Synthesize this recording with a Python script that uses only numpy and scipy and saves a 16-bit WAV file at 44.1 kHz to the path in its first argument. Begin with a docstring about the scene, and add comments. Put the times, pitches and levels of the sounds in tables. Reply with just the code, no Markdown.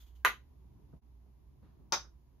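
"""A hollow wooden clack rings out in a small wood-panelled room: a kendama ball lands on its handle.
Later the swinging handle snaps against the ball with a brighter clack. Each hit is a click plus
briefly ringing wood, echoed by the walls. Around them come soft bumps and taps, a brushing sleeve
and the faint rub of the string, over a low hum and quiet background hiss that dip briefly once."""
import sys
import numpy as np
from scipy import signal
from scipy.fft import rfft, irfft, next_fast_len
from scipy.io import wavfile
from scipy.ndimage import map_coordinates

SR = 44100
rng = np.random.default_rng(int(sys.argv[2]) if len(sys.argv) > 2 else 0)


def pcm_store(signal):
    """Save signal as 16-bit PCM."""
    levels = np.round(np.clip(np.atleast_2d(signal), -1, 1) * 32767)
    wavfile.write(sys.argv[1], SR, levels.astype(np.int16).T)


N = 105840  # 2.4 s


def amp(db):
    """Turn decibels into a number to multiply by."""
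    return 10 ** (np.asarray(db) / 20)


def unit(x):
    """Scale a sound to an average strength (rms) of 1."""
    return x / np.sqrt(np.mean(x ** 2) + 1e-20)


def unit_energy(x):
    """Scale each channel to a total energy of 1."""
    return x / np.sqrt(np.sum(x ** 2, axis=-1, keepdims=True) + 1e-20)


def along(points, hz):
    """Read between a table's rows on a log frequency scale."""
    freqs, values = np.transpose(points)
    return np.interp(np.log(hz + 1), np.log(freqs + 1), values)


def pan(db):
    """Left and right gains that make the left louder by db."""
    return amp(np.array([[db], [-db]]) / 2)


def fade(t, fade_s):
    """Die away by 60 dB every fade_s seconds."""
    return np.exp(-np.log(1000) * t / fade_s)


def wobble(rate):
    """A smooth curve through `rate` random points a second."""
    points = rng.standard_normal(int(N * rate / SR) + 4)
    return map_coordinates(points, [np.arange(N) * rate / SR])


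def filtered(x, gain):
    """Turn each frequency up or down by gain(hz)."""
    size = x.shape[-1]
    padded = next_fast_len(size + SR // 2)
    hz = np.fft.rfftfreq(padded, 1 / SR)
    return irfft(rfft(x, padded) * gain(hz), padded)[..., :size]


def noise(gain, likeness, size=N):
    """Stereo noise shaped by gain(hz); likeness 1 makes both sides the same, -1 opposite."""
    def mid_side_gain(hz):
        angle = np.arccos(np.clip(along(likeness, hz), -1, 1)) / 2
        return gain(hz) * np.array([np.cos(angle), np.sin(angle)])
    mid, side = filtered(rng.standard_normal((2, size)), mid_side_gain)
    return unit(np.array([mid + side, mid - side]))


def low_hum(hum_hz=60, width_hz=25):
    """A wavering low note inside a narrow rumble, a little to the right."""
    level = amp(-62.5 + 3.7 * wobble(rate=10))
    phase = 2 * np.pi * hum_hz * np.arange(N) / SR + .5 * wobble(rate=12)
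    hum = np.sqrt(2) * level * np.sin(phase)
    rumble = noise(lambda hz: 1 / (1 + ((hz - hum_hz) / width_hz) ** 2) ** 2, [(hum_hz, .93)])
    return pan(db=-4) * (hum + amp(-61.5) * rumble)


# tone of the quiet background hiss, with a gap cut near 8 kHz: f/Hz, relative level/dB
HISS_TONE = [(53, -34), (90, -3.5), (136, 3), (158, -7.5), (209, -7), (424, -13.5), (453, -23),
             (883, -22.5), (963, -19.5), (1360, -34), (6980, -40.5), (8120, -61.5), (9860, -40),
             (13900, -39), (15500, -56.5)]
# how alike the hiss is left and right: f/Hz, likeness
HISS_LIKENESS = [(60, 0.94), (180, 0.46), (550, 0.09), (1650, 0.28), (4970, -0.23), (15000, 0.15)]
def background_hiss(low_cut_hz=43):
    """A quiet rush whose low part slowly swells and sinks."""
    def gain(hz):
        return amp(along(HISS_TONE, np.maximum(hz, 100))) * hz ** 4 / (hz ** 4 + low_cut_hz ** 4)
    hiss = noise(gain, HISS_LIKENESS)
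    lows = filtered(hiss, lambda hz: 1 / (1 + (hz / 450) ** 2))
    wander = amp(-4 * wobble(rate=2.7))
    return pan(db=0.1) * amp(-64.5) * (hiss + lows * (wander - 1))


# loudness of all but the clacks: t/s, level change/dB
DIP = [(.975, 0.5), (.997, -7), (1.011, -23), (1.025, -3), (1.059, -1)]
def dip():
    """The quiet sounds drop briefly, about a second in."""
    times, levels_db = np.transpose(DIP)
    return amp(np.interp(np.arange(N) / SR, times, levels_db))


# left-right likeness of echoes and soft touches, sides set opposite near 8.5 kHz: f/Hz, likeness
STEREO_LIKENESS = [(200, 0.68), (600, .7), (1200, 0.37), (3000, 0.2), (6500, 0.12), (8500, -1.3),
                   (10500, .5), (13000, .7)]
def soft_touches(touches, tone, rise_s):
    """Touches too soft to ring make swells of noise."""
    return swells(touches, rise_s) * noise(lambda hz: amp(along(tone, hz)), STEREO_LIKENESS)


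def swells(touches, rise_s):
    """A level that rises and dies away at each touch."""
    level = np.zeros(N)
    for start_s, db, fade_s in touches:
        t = np.maximum(np.arange(N) / SR - start_s, 0)
        level += amp(db) * (1 - np.exp(-t / rise_s)) * fade(t, fade_s)
    return level


# the sleeve's stroke: t/s, level/dB, fade time/s
SLEEVE_STROKES = [(1.62, -70.5, 0.51)]
# its tone: f/Hz, relative level/dB
SLEEVE_TONE = [(400, -8.5), (1200, 5), (2600, -5.5), (4500, -8.5), (9000, -29)]
def sleeve():
    """A sleeve brushes as the arm lifts."""
    return soft_touches(SLEEVE_STROKES, SLEEVE_TONE, rise_s=.0238)


# the ball touching the hand: t/s, level/dB, fade time/s
TAPS = [(.926, -68, 0.049), (2.042, -58, .16)]
# its tone: f/Hz, relative level/dB
TAP_TONE = [(300, -6), (900, -2.5), (1250, 5), (1600, 1), (2200, -17), (5000, -46), (12000, -47)]
def ball_taps():
    """The ball settles in the hand with a faint, dull tap."""
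    return soft_touches(TAPS, TAP_TONE, rise_s=.0047)


# the player's bumps: t/s, level/dB, fade time/s
BUMPS = [(.76, -63, 0.47), (.93, -43.5, 0.095), (1.255, -58.5, 0.19), (1.62, -53, 0.26), (1.78, -59.5, 0.5),
         (1.922, -40, 0.1)]
# their tone: f/Hz, relative level/dB
BUMP_TONE = [(30, -16.5), (70, -1), (220, 0.5), (450, -15.5), (800, -22), (1250, -26.5), (2000, -48.5),
             (5000, -64)]
def body_bumps():
    """Hands and feet make soft, low thuds."""
    return soft_touches(BUMPS, BUMP_TONE, rise_s=.008)


# the string's rubs: t/s, level/dB, fade time/s
RUBS = [(0, -61, .2), (.062, -72, .25), (.15, -71, .2)]
# tone of their hiss: f/Hz, relative level/dB
RUB_TONE = [(500, -16.5), (1500, -5.5), (3000, -5.5), (4200, -2), (5700, -8), (6600, 0), (8500, -11),
            (11000, -9.5), (14000, -3.5), (16000, -12.5)]
def string(start_hz=3450, fall_hz_per_s=2300, width_hz=260, rise_s=.0078):
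    """String sliding over wood and skin hisses and whirrs, lower as it slows."""
    pitch = start_hz - fall_hz_per_s * np.arange(N) / SR
    flutter = noise(lambda hz: 1 / (1 + (hz / width_hz) ** 2), STEREO_LIKENESS)
    whirr = unit(flutter * np.sin(2 * np.pi * np.cumsum(pitch) / SR))
    hiss = soft_touches(RUBS, RUB_TONE, rise_s)
    return hiss + amp(-3.5) * swells(RUBS, rise_s) * whirr


# first echoes off nearby walls: left delay/s, right delay/s, relative level/dB
WALL_ECHOES = [(.0019, .0022, -9), (.0053, .005, -11), (.0075, .0072, -14), (.0134, .0137, -19),
               (.017, .0171, -16), (.0223, .0225, -18)]
# how long the room rings: f/Hz, fade time/s
ROOM_FADE = [(150, .32), (500, .17), (1400, .17), (3500, .2), (6500, .19), (13000, .17)]
def room_echo(size=22050, build_s=.0034):
    """The walls return a few clear echoes that blur into a short tail."""
    wash = noise(np.ones_like, STEREO_LIKENESS, size)
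    hz, t, bands = signal.stft(wash, SR, nperseg=256)
    bands = bands * fade(t, along(ROOM_FADE, hz)[:, None])
    tail = signal.istft(bands, SR)[1][:, :size]
    build_up = 1 - np.exp(-np.arange(size) / SR / build_s)
    echo = amp(2) * unit_energy(tail * build_up)
    for left_s, right_s, db in WALL_ECHOES:
        echo[[0, 1], [round(left_s * SR), round(right_s * SR)]] += amp(db - 1.5)
    return echo


def click(tone, size):
    """The moment of contact: the shortest pulse with the given tone."""
    hz = np.fft.rfftfreq(size, 1 / SR)
    cepstrum = irfft(np.log(amp(along(tone, hz))))
    # folding onto the first half packs the energy at the start
    cepstrum[1:size // 2] *= 2
    cepstrum[size // 2 + 1:] = 0
    return unit_energy(irfft(np.exp(rfft(cepstrum))))


def clack(notes, click_tone, direct_tone, start_s, click_db, pan_db, size=4096):
    """Wood hits wood: a click and fast-fading notes, heard directly and off the walls."""
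    t = np.arange(size) / SR
    wood = amp(click_db) * click(click_tone, size)
    for hz, db, fade_s in notes:
        wood += amp(db) * unit_energy(np.sin(2 * np.pi * hz * t) * fade(t, fade_s))
    low_cut = signal.butter(2, 490, "high", fs=SR, output="sos")  # small things give off little bass
    wood = signal.sosfilt(low_cut, wood)
    wood = np.pad(wood, (round(start_s * SR), N))[:N]
    direct = pan(pan_db) * filtered(wood, lambda hz: amp(along(direct_tone, hz)))
    echoes = signal.fftconvolve(wood[None], room_echo(), axes=1)[:, :N]
    return direct + echoes


# notes the landing rings with: f/Hz, relative level/dB, fade time/s
LANDING_NOTES = [(527, -19, 0.01), (956, -17.5, 0.025), (1024, -7, 0.092), (1229, -4.5, 0.06),
                 (1475, -11, 0.11), (1620, -8, 0.048), (1970, -7.5, .05), (2120, -16.5, 0.055),
                 (2600, -18.5, 0.041), (3040, -17.5, 0.053), (3900, -19.5, 0.029), (6416, -18, 0.0051),
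                 (12470, -25.5, 0.0047)]
# tone of its click: f/Hz, relative level/dB
LANDING_CLICK = [(100, -27), (300, -22), (750, -16), (1100, 3), (1800, 2.5), (2500, -3.5), (3800, -11),
                 (5000, -22.5), (6600, -21), (8500, -27), (10500, -17), (13000, -22.5), (15500, -36)]
# how much goes straight to the listener: f/Hz, level change/dB
LANDING_DIRECT = [(300, -2.5), (1050, 3.5), (1600, 3), (2200, -2), (6000, -4.5), (13000, 0)]
def ball_landing():
    """The ball lands on the handle with a hollow clack."""
    return amp(.5) * clack(LANDING_NOTES, LANDING_CLICK, LANDING_DIRECT,
                           start_s=.2494, click_db=.5, pan_db=-1)


# notes the snap rings with: f/Hz, relative level/dB, fade time/s
SNAP_NOTES = [(360, -31.5, 0.043), (592, -16, 0.044), (800, -14, 0.063), (944, -5, .04),
              (1113, -10.5, 0.019), (1453, -11.5, 0.03), (2417, -19, 0.081), (3800, -12.5, .015),
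              (4903, -10.5, 0.019), (5106, -11, 0.07), (5540, -9, 0.097), (6006, -11, 0.098),
              (6438, -12.5, 0.045)]
# tone of its click: f/Hz, relative level/dB
SNAP_CLICK = [(100, -1), (300, -33), (650, 2), (1100, 16.5), (2000, 3.5), (3000, -1.5), (5000, 3),
              (6400, 8), (7800, -36), (10500, -29.5), (14000, -15), (16000, -42.5)]
# how much goes straight to the listener: f/Hz, level change/dB
SNAP_DIRECT = [(300, -17), (950, 0), (1550, -17), (3000, -10), (5500, -0.5), (9000, -8), (13000, -5.5)]
def handle_snap():
    """The swinging handle hits the ball with a brighter clack, on the left."""
    return amp(-2) * clack(SNAP_NOTES, SNAP_CLICK, SNAP_DIRECT, start_s=1.9234, click_db=-.5, pan_db=8)


def scene():
    """Two clacks over the small sounds of play, hum and hiss."""
    clacks = ball_landing() + handle_snap()
    handling = string() + body_bumps() + ball_taps() + sleeve()
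    background = low_hum() + background_hiss()
    return (background + handling) * dip() + clacks


def record(dry):
    """Cut away the very highest treble."""
    return filtered(dry, lambda hz: hz < 15600)


dry = scene()
out = record(dry)
pcm_store(out)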